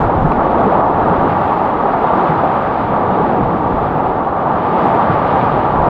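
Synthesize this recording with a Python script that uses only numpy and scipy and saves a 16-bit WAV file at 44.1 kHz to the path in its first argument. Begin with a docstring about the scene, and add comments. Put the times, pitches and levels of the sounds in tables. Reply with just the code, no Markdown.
"""White water roars around a kayak surfing a standing wave, heard inside a small sealed case on the paddler's helmet.
Seven bands of bubble bursts, from rumble to fine spray, swell and sink on their own level curves, and gusts buffet the low end.
Splashes slap the case with a knock and a puff of noise, waves boom the hull, and a drop ticks on the case wall.
The case muffles the water above its cavity resonance; a faint smooth hiss lies on top, and a limiter holds the peaks."""
import sys
import numpy as np
from scipy import signal
from scipy.fft import rfft, irfft, next_fast_len
from scipy.io import wavfile
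from scipy.ndimage import uniform_filter1d, minimum_filter1d

SR = 44100
rng = np.random.default_rng(int(sys.argv[2]) if len(sys.argv) > 2 else 0)


def to_wav(s):
    """Save 16-bit WAV."""
    ch = np.atleast_2d(s).T  # columns
    pcm = np.round(np.clip(ch, -1, 1) * 32767)  # PCM
    wavfile.write(sys.argv[1], SR, pcm.astype(np.int16))


N = 259737
SPAN = next_fast_len(N)   # working length of the spectra, in samples
HZ = np.fft.rfftfreq(SPAN, 1 / SR) + 1e-3   # kept just off zero for the logarithms
OCTAVES = np.log2(HZ)

# white water swelling as the boat carves into the foam pile:
# [t/s, roar level/dB, upper roar level/dB, spray level/dB, fine spray level/dB]
WHITE_WATER = [(0, -19, -23, -37, -58), (.13, -16, -23, -40, -73), (.25, -18, -23.5, -40.5, -64),
               (.45, -15, -23.5, -38, -70.5), (.7, -14.5, -22.5, -36.5, -68), (.82, -13, -21.5, -38.5, -67),
               (.9, -15.5, -25.5, -40.5, -69), (1, -13.5, -21.5, -38.5, -69), (1.3, -16, -22, -37, -67),
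               (1.6, -16, -24, -37, -66.5), (1.8, -16.5, -22, -39, -70), (2, -16.5, -21.5, -36.5, -68),
               (2.15, -13.5, -21.5, -35, -67), (2.35, -17.5, -20, -36.5, -68.5),
               (2.5, -14.5, -23.5, -36.5, -68), (2.62, -18.5, -22, -37, -68), (2.85, -19, -24.5, -37, -71),
               (2.95, -16.5, -22.5, -39, -72), (3.25, -17, -24, -38.5, -70.5),
               (3.5, -18.5, -26, -40.5, -71), (3.85, -19, -25.5, -39, -70.5),
               (3.98, -16.5, -24.5, -40, -71), (4.25, -18.5, -26, -42.5, -73), (4.5, -17, -23, -40, -72),
               (4.7, -17, -23.5, -37, -69.5), (4.87, -13, -20.5, -34.5, -63), (5.05, -16.5, -20, -36, -69),
               (5.25, -17, -21, -34, -68), (5.45, -16.5, -21, -34.5, -65), (5.69, -17.5, -21.5, -37, -70),
               (5.89, -13, -22, -38.5, -67)]
# deep water heaving under the hull: [t/s, rumble level/dB, boom level/dB, churn level/dB]
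DEEP_WATER = [(0, -29, -18.5, -18.5), (0.4, -21, -28.5, -17), (0.7, -33, -28, -15),
              (0.9, -29.5, -25, -19.5), (1.15, -33.5, -24, -17), (1.5, -44, -27, -21),
              (1.85, -33, -35.5, -19.5), (2.2, -41, -27.5, -18), (2.4, -46, -25, -21),
              (2.7, -35, -28.5, -20.5), (3.05, -35, -26, -19.5), (3.2, -37, -28, -16),
              (3.42, -29, -23, -17.5), (3.65, -37, -23.5, -19), (3.95, -33, -24.5, -20.5),
              (4.3, -38, -31.5, -20.5), (4.55, -41, -26, -21), (4.8, -38, -26.5, -18.5),
              (5.1, -39.5, -24, -18.5), (5.45, -38.5, -24.5, -20), (5.89, -38, -25, -18.5)]
# seams where one range of the river hands over to the next: [f/Hz]
SEAMS_HZ = [70, 170, 500, 1040, 1750, 5600]
# tone of the water through the case, before each range is levelled: [f/Hz, relative level/dB]
WATER_COLOUR = [(11, -21.5), (25, -13.5), (45, -14), (80, -8), (160, -4), (400, -6), (700, -4), (960, -4),
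                (1150, -7), (1500, -17.5), (2100, -23.5), (3600, -35.5), (5000, -52.5), (6100, -68.5),
                (8400, -67.5), (10000, -70), (11400, -88)]
# dips and peaks of the case cavity: [f/Hz, width/Hz, level/dB]
CASE_MODES = [(1072, 75, -10), (1123, 110, 3), (768, 250, 3), (6880, 2100, 9.5)]
# sharpest dip of the cavity: [f/Hz, width/Hz, level/dB]
NARROW_DIP = (986, 22, -5.5)
# gusts buffeting the case, as gain added to the rumble: [t/s, peak level/dB, length/s]
GUSTS = [(0.044, -30, .1), (0.235, -19.5, 0.08), (0.498, -40.5, 0.16), (0.78, -34, .08), (1.03, -36, 0.059),
         (1.194, -34, 0.07), (3.45, -27.5, 0.055), (3.618, -35, 0.063), (3.76, -33, 0.061),
         (5.56, -30, .07), (5.813, -23, 0.092)]
# small splashes, as gain added to the spray: [t/s, peak level/dB]
SPRAY_SPLASHES = [(1.31, -46), (2.29, -50), (4.07, -50), (4.79, -45), (5.03, -45), (5.13, -44), (5.31, -46),
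                  (5.41, -45)]
# splashes slapping the case, level before the knock and puff trims: [t/s, level/dB, knock f/Hz]
SLAPS = [(0.688, -4, 517), (1.206, -5, 703), (1.363, -3, 820), (1.798, -5, 926), (1.828, -1, 791),
         (1.853, -3, 800), (1.934, -2, 700), (2.018, -2, 800), (2.04, -3, 740), (2.1, 1, 883),
         (2.18, -2, 845), (2.299, -1, 850), (2.39, -3, 880), (2.435, 0, 760), (4.323, -6, 778),
         (4.852, -2, 789)]
# waves striking the hull, level before the soft-contact filter: [t/s, level/dB, f/Hz]
THUMPS = [(0.244, -5.5, 158), (0.619, -11, 119), (1.099, -6, 173), (2.292, -5.5, 159), (3.406, -11, 178),
          (3.952, -10.5, 156.5), (5.094, -7, 161)]
# drops hitting the case, level before the wall modes: [t/s, level/dB]
DROPS = [(0.3196, -22.5)]
# ringing modes of the case wall: [f/Hz, relative level/dB, T60/s]
WALL_MODES = [(2380, -1, .02), (2620, -3, .016), (3950, -15, .01)]
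# swell of the faint hiss: [t/s, level/dB]
HISS_LEVEL = [(0.0, -60), (0.16, -80), (0.21, -104), (1.0, -103), (1.3, -66.5), (1.62, -68), (1.8, -76),
              (2.4, -70), (3.25, -76), (3.95, -68.5), (4.15, -75.5), (4.5, -75), (5.06, -69), (5.89, -74.5)]
# tone of the faint hiss before levelling: [f/Hz, relative level/dB]
HISS_COLOUR = [(11200, -30), (11600, -10), (12200, 0), (14000, -2), (15900, -5)]

GUST_IN_BOOM_DB = -2   # gust gain in the boom, relative to the rumble
SPLASH_S = .025   # bump length of a small splash
LULL_DB, LULL_BEFORE_S, LULL_S = -8, .012, .03   # share taken from the roar, lead before a slap, bump length
PUFF_DB, PUFF_T60_S = -12, .1   # water noise, relative to the slap level
KNOCK_DB, KNOCK_T60_S = -5.5, .09   # cavity ring, relative to the slap level
THUMP_T60_S = 0.11
LIMIT_DB, RELEASE_DB_S, ATTACK_S = -0.7, 130, 0.0026
CUTOFF_HZ = 15700


def river():
    """Seven ranges of moving water swell separately; gusts lift the lowest two and the roar eases around slaps."""
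    roar = foam(270, 3000, 15000, 2.2, patchy_db=0.7, rate=14.0)
    spray = foam(950, 14000, 12000, 2.8, patchy_db=0.6, rate=18.0)
    rumble = foam(7.6, 150, 20000, 1.1, patchy_db=2.0, rate=6.7)
    boom = foam(37, 350, 20000, 0.92, patchy_db=-0.5, rate=5.5)
    churn = foam(90, 1000, 20000, 2.0, patchy_db=1.14, rate=16.0)
    spectra = [rumble, boom, churn, roar, roar, spray, spray]

    rumble_level, boom_level, churn_level = amp(in_time(DEEP_WATER))
    roar_level, upper_roar_level, spray_level, fine_spray_level = amp(in_time(WHITE_WATER))
    wind = bumps(GUSTS)
    rumble_level = rumble_level + wind
    boom_level = boom_level + amp(GUST_IN_BOOM_DB) * wind
    lull = bumps([(t - LULL_BEFORE_S, LULL_DB, LULL_S) for t, _, _ in SLAPS])
    roar_level = roar_level * (1 - np.minimum(lull, .5))   # crowded slaps take away half at most
    spray_level = spray_level + bumps([(t, db, SPLASH_S) for t, db in SPRAY_SPLASHES])
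    levels = [rumble_level, boom_level, churn_level, roar_level, upper_roar_level, spray_level, fine_spray_level]

    edges = [0] + [below(hz) for hz in SEAMS_HZ] + [1]
    case = through_case()
    out = np.zeros(N)
    for spectrum, level, bottom, top in zip(spectra, levels, edges, edges[1:]):
        crossover = np.sqrt(np.maximum(top - bottom, 0))   # power share to gain
        water = irfft(spectrum * case * crossover, SPAN)[:N]
        out += level * rms_one(water)
    return out


def foam(low, high, per_s, spread_db, patchy_db, rate):
    """Spectrum of dense bubble bursts of uneven size; half-octave bands surge partly alone, partly together."""
    size_db = spread_db * np.minimum(rng.exponential(1, SPAN), 4)
    sizes = amp(size_db) * rng.choice([-1, 1], SPAN)
    happens = rng.random(SPAN) < per_s / SR
    bursts = rfft(rms_one(sizes * happens))
    together = drift(rate)
    out = 0
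    for centre in np.arange(np.log2(low), np.log2(high), .5):
        band = np.clip(1 - 2 * np.abs(OCTAVES - centre), 0, 1)   # triangles crossfade between neighbours
        surge_db = patchy_db * (0.63 * together + drift(rate))
        out = out + irfft(bursts * band, SPAN) * amp(surge_db)
    return rfft(out)


def through_case():
    """The case muffles the water while its cavity carves narrow dips and peaks."""
    modes_db = 0
    for hz, width, db in [*CASE_MODES, NARROW_DIP]:
        modes_db = modes_db + db / (1 + (2 * (HZ - hz) / width) ** 2)
    return colour(WATER_COLOUR) * amp(modes_db)


def slaps():
    """Each splash rings the cavity as a knock and throws a puff of water noise that starts at once and dies away."""
    band = below(1500) - below(450)
    noise = rfft(rng.standard_normal(SPAN))
    water = rms_one(irfft(noise * through_case() * band, SPAN)[:N])
    puffs, knocks = np.zeros(N + SR), np.zeros(N + SR)   # spare room for the tails
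    age = np.arange(SR // 4) / SR
    rise = np.sin(np.pi / 2 * np.minimum(age / .003, 1)) ** 2   # 3 ms onset
    for t, db, hz in SLAPS:
        start = round(t * SR)
        at = slice(start, start + len(age))
        puffs[at] += amp(db + PUFF_DB - 60 * age / PUFF_T60_S) * rise
        knock = amp(db + KNOCK_DB - 60 * age / KNOCK_T60_S) * rise
        knocks[at] += knock * np.sin(2 * np.pi * hz * age)
    return puffs[:N] * water + knocks[:N]


def thumps():
    """A soft push of water sets the hull booming briefly as a decaying sine."""
    out = np.zeros(N)
    for t, db, hz in THUMPS:
        click = np.zeros(N)
        click[round(t * SR)] = amp(db)
        out += ring(click, hz, THUMP_T60_S)
    # slow contact rounds off the top, the small hull thins the bottom
    soft = signal.butter(3, [95, 320], "band", fs=SR, output="sos")
    return signal.sosfilt(soft, out)


def drops():
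    """Each drop is a soft tick that rings the case wall for a moment."""
    clicks = np.zeros(N)
    for t, db in DROPS:
        clicks[round(t * SR)] = amp(db)
    tick = sum(amp(db) * ring(clicks, hz, t60) for hz, db, t60 in WALL_MODES)
    soft = signal.butter(4, 4300, fs=SR, output="sos")
    return signal.sosfilt(soft, tick)


def top_hiss():
    """Smooth noise in the highest band, riding its own level curve."""
    noise = rfft(rng.standard_normal(SPAN))
    hiss = irfft(noise * colour(HISS_COLOUR), SPAN)[:N]
    return amp(in_time(HISS_LEVEL)[0]) * rms_one(hiss)


def amp(db):
    """Decibels to gain."""
    return 10 ** (np.asarray(db) / 20)


def rms_one(x):
    """Scale to an RMS of one."""
    return x / np.sqrt(np.mean(x ** 2) + 1e-20)


def in_time(rows):
    """Columns of a curve table, drawn as straight lines over every sample."""
    t, *columns = np.transpose(rows)
    return [np.interp(np.arange(N) / SR, t, column) for column in columns]


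def colour(points):
    """Gain at every frequency, interpolated over log frequency and practically silent outside the points."""
    hz, db = np.transpose(points)
    return amp(np.interp(np.log(HZ), np.log(hz), db, left=-150, right=-150))


def below(hz):
    """Share of power under a soft seam."""
    return 1 / (1 + (HZ / hz) ** 14)


def drift(rate):
    """Slow random motion of spread one: noise at every 40th sample through two one-pole low-passes at rate Hz."""
    r = np.exp(-80 * np.pi * rate / SR)
    noise = rng.standard_normal(SPAN // 40 + 2002)
    slow = signal.lfilter([1], [1, -2 * r, r * r], noise)[2000:]   # skip the filter's settling
    return np.interp(np.arange(SPAN) / 40, np.arange(len(slow)), rms_one(slow))


def ring(clicks, hz, t60):
    """A two-pole resonator: a unit click starts a decaying sine of initial height one."""
    r = amp(-60 / (t60 * SR))
    w = 2 * np.pi * hz / SR
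    return signal.lfilter([0, np.sin(w)], [1, -2 * r * np.cos(w), r * r], clicks + 1e-18)


def bumps(rows):
    """Smooth bell-shaped swells of gain, none shorter than 20 ms in length."""
    t = np.arange(N) / SR
    out = np.zeros(N)
    for centre, db, length in rows:
        out += amp(db) * np.exp(-((t - centre) / max(length, .02)) ** 2 * 2)
    return out


def scene():
    """All layers sum at one microphone."""
    return (river() + slaps() + thumps() + drops() + top_hiss())[None]


def record(dry):
    """A look-ahead limiter ducks the whole mix on peaks; the ends fade over 4 ms and the top is cut."""
    over = np.maximum(20 * np.log10(np.abs(dry[0]) + 1e-9) - LIMIT_DB, 0)
    slope = RELEASE_DB_S * np.arange(N) / SR
    held = np.maximum.accumulate(over + slope) - slope   # reduction falls back at the release rate
    size = int(ATTACK_S * SR)
    reduction_db = -minimum_filter1d(-held, 3 * size + 1)   # moving maximum, reaching ahead of each peak
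    for _ in range(3):
        reduction_db = uniform_filter1d(reduction_db, size)
    to_end = np.minimum(np.arange(N), np.arange(N)[::-1]) / SR
    fade = np.sin(np.pi / 2 * np.minimum(to_end / .004, 1)) ** 2
    top_cut = signal.ellip(12, .5, 60, CUTOFF_HZ, fs=SR, output="sos")
    return signal.sosfilt(top_cut, dry * amp(-reduction_db) * fade)


dry = scene()
out = record(dry)
to_wav(out)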